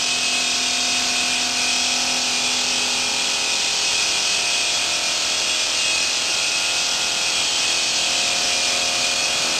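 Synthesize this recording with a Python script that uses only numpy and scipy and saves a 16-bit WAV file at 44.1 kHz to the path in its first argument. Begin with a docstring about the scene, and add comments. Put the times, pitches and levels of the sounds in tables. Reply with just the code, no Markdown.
"""A stone workshop, with a hand-held camera's microphone moving near a water-cooled bridge saw.
The saw grinds steadily through a slab. Each turn of the blade scrapes almost the same grit as the last,
so the steel disc rings in a comb of the turn rate, and now and then it catches and squeals.
Motor and spindle drone underneath, their tones swelling as the microphone crosses standing waves.
Cooling water washes over it all, and the camera's coarse, low-rate sampling adds a bright edge."""
import sys
import numpy as np
from scipy import signal
from scipy.fft import rfft, irfft
from scipy.io import wavfile
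from scipy.ndimage import uniform_filter1d, map_coordinates

SR = 44100
rng = np.random.default_rng(int(sys.argv[2]) if len(sys.argv) > 2 else 0)


def generate_wav(sig):
    """Save sig (samples, or channels by samples) to the path in sys.argv[1] as 16-bit PCM at SR."""
    pcm = np.round(np.clip(np.atleast_2d(sig).T, -1, 1) * 32767).astype(np.int16)
    wavfile.write(sys.argv[1], SR, pcm)


N = 422904
TIME = np.arange(N) / SR
FREQ = np.fft.rfftfreq(N, 1 / SR)


def blade(turns, pressure, split_hz=2740, segment_hz=3800, rim_db=7.5, sides_db=-5.5):
    """The rim grinds the kerf and rings the upper modes; the disc's rubbing sides ring the low ones."""
    # how hard the rim bites, driving rasp and ringing alike: (time [s], relative level [dB])
    bite = [(0.0, -24), (1.44, -23), (1.52, -25.5), (1.55, -23), (3.47, -24), (3.5, -22.5), (3.76, -23),
            (3.9, -22.5), (5.05, -24), (6.81, -23.5), (7.18, -24), (7.69, -23), (8.97, -23.5),
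            (9.05, -22.5), (9.13, -24.5), (9.59, -23.5)]
    # modes of the steel disc: (frequency [Hz], width [Hz], relative level [dB])
    disc_modes = [(2423, 20, -2.5), (2460, 37, -8), (2540, 90, -1.5), (2685, 200, -11.5), (2799, 39, -2.5),
                  (3046, 20, -2.5), (3096, 46, -7.5), (3252, 59, -6), (3299, 20, -3.5), (3350, 79, -2),
                  (3585, 38, -6), (3695, 66, -4.5), (4044, 200, -6.5), (4207, 31, -2.5), (4385, 80, -2.5),
                  (4550, 120, -5), (4640, 80, -3), (4861, 30, -2.5), (4942, 196, -4), (5168, 90, 0),
                  (5330, 90, -2)]
    # broad rasp of the stone between the modes: (frequency [Hz], relative level [dB])
    rasp = [(900, -48), (1750, -21), (2200, -15.5), (2450, -12), (2900, -9.5), (3500, -11), (4100, -10),
            (4750, -11.5), (5500, -10)]
    bite_db, = curves(bite)
    low = resonance([mode for mode in disc_modes if mode[0] < split_hz])
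    middle = resonance([mode for mode in disc_modes if split_hz <= mode[0] < segment_hz])
    high = resonance([mode for mode in disc_modes if mode[0] >= segment_hz])
    # fine grit hisses evenly; proud segments of the rim strike the middle modes in bursts
    hiss = colour(scrape(turns, memory=0.58, share=0.76), np.hypot(high, slope(rasp)))
    segments = throb(turns, count=7, depth_db=2.0) * throb(turns, count=2, depth_db=-0.5)
    strikes = colour(scrape(turns, memory=0.69, share=0.52) * segments, middle)
    # the low modes die away fast, so their loudness follows the pressure on the sides
    ringing = colour(scrape(turns, memory=0.8, share=0.68), low) * pressure
    rim = unit(hiss + strikes) * undb(rim_db + 0.25 * walk(12))  # harder and softer grains
    sides = unit(ringing) * undb(sides_db + 0.46 * walk(6))  # the sides bind and come free
    return (rim + sides) * undb(bite_db)


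def scrape(turns, memory, share, rim_points=1056):
    """Contact force: grit round the rim that wears from turn to turn, plus freshly breaking stone."""
    grit = rng.standard_normal((int(turns[-1]) + 20, rim_points))
    # memory: likeness of one turn to the next; share: the rim pattern's part of the power
    rim = signal.lfilter([np.sqrt(1 - memory ** 2)], [1, -memory], grit, axis=0).ravel()
    repeating = map_coordinates(rim, [(turns + 10) * rim_points], order=2)
    return np.sqrt(share) * repeating + np.sqrt(1 - share) * rng.standard_normal(N)


def shaft(turn_hz=41.77, drift=0.0005006, flutter=0.0004):
    """Turns done so far; the load pulls the speed very slightly."""
    return np.cumsum(turn_hz * (1 + drift * walk(2.5) + flutter * walk(30))) / SR


def rubbing(turns):
    """The warped, slightly off-centre disc presses on the kerf's sides twice a turn, one side harder."""
    return unit(throb(turns, count=2, depth_db=2.0) * throb(turns, count=1, depth_db=0.5))


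def throb(turns, count, depth_db):
    """Contact pressure that rises count times a turn."""
    return undb(depth_db * np.sin(2 * np.pi * (count * turns + rng.random())))


def squeals(pressure, waver_rad=0.48, chatter_db=0.5):
    """Friction locks onto one mode of the disc, which swells to a chattering tone and dies away."""
    # the disc catches in the kerf: (peak time [s], length [s], frequency [Hz], level [dB])
    catches = [(0.332, 0.43, 2556, -27), (0.802, 1, 3680, -33), (1.2, 0.26, 2546, -31),
               (1.9, 0.67, 5240, -31), (2.5, 0.19, 3410, -29), (2.92, .15, 3290, -32),
               (3.997, 0.12, 2534, -28), (4.38, 0.28, 2544, -28), (4.764, 0.089, 3350, -26.5),
               (5.517, 0.27, 3375, -29.5), (5.956, 0.2, 2540, -24.5), (6.47, 0.16, 2556, -27),
               (7.39, 0.11, 3300, -25.5), (7.517, 0.29, 3080, -29.5), (7.54, 0.13, 2798, -29),
               (7.798, 0.48, 4390, -31.5), (8.3, 0.84, 3047, -32), (9.1, 0.56, 2450, -30.5),
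               (9.15, 0.3, 4390, -31.5)]
    tones = 0
    for peak, length, hz, db in catches:
        swell = np.exp(-2 * ((TIME - peak) / length) ** 2)
        tones = tones + undb(db) * swell * np.sin(2 * np.pi * hz * TIME + waver_rad * walk(60))
    return np.sqrt(2) * tones * pressure * undb(chatter_db * walk(35))


def spindle(turns, fade_db=1.7, shake_db=0.55, wander_rad=1.0):
    """Clean tones on the shaft's orders; each shifts in level and phase among the room's reflections."""
    # steady tones of motor and spindle: (order [multiple of the turn rate], level [dB])
    orders = [(2, -57.5), (3, -63), (4, -57.5), (5, -59.5), (6, -54), (7, -55.5), (8, -50), (9, -63),
              (10, -50.5), (11, -57), (12, -50.5), (13, -47), (14, -53.5), (15, -53.5), (16, -46),
              (17, -48), (18, -46.5), (19, -53), (20, -49.5), (21, -49.5), (22, -47.5), (23, -49.5),
              (24, -62), (25, -51.5), (26, -51), (27, -52), (28, -59), (29, -50), (30, -51), (31, -46),
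              (32, -47.5), (33, -58), (34, -53), (35, -48), (36, -50), (37, -57.5), (38, -53.5), (39, -50)]
    drone = 0
    for order, db in orders:
        usual_gain = unit(undb(fade_db * walk(1.076))) * undb(db)
        phase = 2 * np.pi * (round(order) * turns + rng.random()) + wander_rad * walk(1.225)
        drone = drone + standing_wave(order, usual_gain) * np.sin(phase)
    return np.sqrt(2) * drone * undb(shake_db * walk(14))


def standing_wave(order, gain, flatness=4):
    """One order's gain rises from its usual level to each broad crest that the microphone passes."""
    # crests along the microphone's path:
    # (middle time [s], length [s], order [multiple of the turn rate], crest level [dB])
    crests = [(0.6, 1.4, 26, -43.5), (1.1, 2.1, 36, -43), (1.1, 2.4, 17, -37), (1.55, 3.24, 6, -38.5),
              (1.7, 1.4, 18, -41.5), (2.4, 0.91, 13, -44), (2.65, 1.5, 20, -42), (2.9, 2.9, 19, -42),
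              (3.3, 2.3, 10, -45), (3.8, 2.0, 23, -44), (4.7, 1, 17, -39.5), (5.3, 2.3, 15, -41.5),
              (6.75, 1.1, 34, -40.5), (6.9, 1.8, 20, -43), (7.0, 0.64, 17, -42.5), (8.7, 1.4, 17, -37.5),
              (8.8, 1.3, 13, -40.5), (9.0, 2, 15, -41.5), (9.0, 2.1, 6, -46)]
    for middle, length, crest_order, db in crests:
        if round(crest_order) == round(order):
            inside = 0.5 ** (np.abs(2 * (TIME - middle) / length) ** flatness)
            gain = gain + inside * (undb(db) - gain)
    return gain


def water(level_db=-29.5, drops_per_s=3000, drop_gain=0.26, flicker_db=0.9):
    """Thousands of drops flung off the rim patter on guard and slab, over a smooth rush."""
    # spectrum of cooling water and the machine's rush: (frequency [Hz], relative level [dB])
    wash = [(15, -13), (45, -7), (150, -4), (400, -2), (750, -1.5), (1050, -3), (1350, -0.5), (1800, -2.5),
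            (5500, -6.5)]
    impacts = rng.standard_normal(N) * rng.exponential(size=N)
    drops = impacts * (rng.random(N) < drops_per_s / SR)
    spray = rng.standard_normal(N) + drop_gain * unit(drops)
    return unit(colour(spray, slope(wash))) * undb(level_db + flicker_db * walk(8.2))


def undb(db):
    """Decibels to gain."""
    return 10 ** (np.asarray(db) / 20)


def unit(x):
    """Scale to an rms of 1."""
    return x / np.sqrt(np.mean(x ** 2))


def curves(table):
    """Each column of a table, joined by straight lines in time."""
    times, *columns = np.transpose(table)
    return [np.interp(TIME, times, column) for column in columns]


def walk(rate_hz):
    """Random levels held 1 / rate_hz seconds and smoothed twice, at an rms of 1."""
    step = int(SR / rate_hz)
    held = np.repeat(rng.standard_normal(N // step + 1), step)
    return unit(uniform_filter1d(uniform_filter1d(held, step), step)[:N])


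def slope(points):
    """Gain at every frequency from (frequency [Hz], level [dB]) points."""
    hz, db = np.transpose(points)
    return undb(np.interp(np.log(FREQ + 1), np.log(hz), db))


def resonance(modes):
    """Gain at every frequency of steep-sided resonances whose powers add."""
    peaks = (undb(db) / (1 + (2 * (FREQ - hz) / width) ** 2) for hz, width, db in modes)
    return np.sqrt(sum(peak ** 2 for peak in peaks))


def colour(x, gain):
    """Filter a sound by a gain at every frequency."""
    return irfft(rfft(x) * gain, N)


def scene():
    """The saw at the microphone, in mono: blade and spindle share one shaft, with water beside them."""
    # how strongly drone and water carry to the microphone's place: (time [s], gain [dB])
    nearness = [(0, -0.5), (2.8, 0.5), (4.8, -0.14), (7, 0.3), (8.3, 1), (9.59, 2.5)]
    near_db, = curves(nearness)
    turns = shaft()
    pressure = rubbing(turns)
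    cutting = blade(turns, pressure) + squeals(pressure)
    background = (spindle(turns) + water()) * undb(near_db)
    return (cutting + background)[None]


def record(dry, hold=4, ceiling=0.36, top_hz=12750):
    """The camera samples at a low rate, rounds the peaks and holds each value."""
    samples = colour(dry, FREQ < SR / hold / 2)[:, ::hold]
    rounded = ceiling * np.tanh(samples / ceiling)
    stepped = np.repeat(rounded, hold, axis=1)[:, :N]  # the steps mirror the rasp into the treble
    steep_lowpass = 1 / np.hypot(1, (FREQ / top_hz) ** 120)
    return colour(stepped, steep_lowpass)


dry = scene()
out = record(dry)
generate_wav(out)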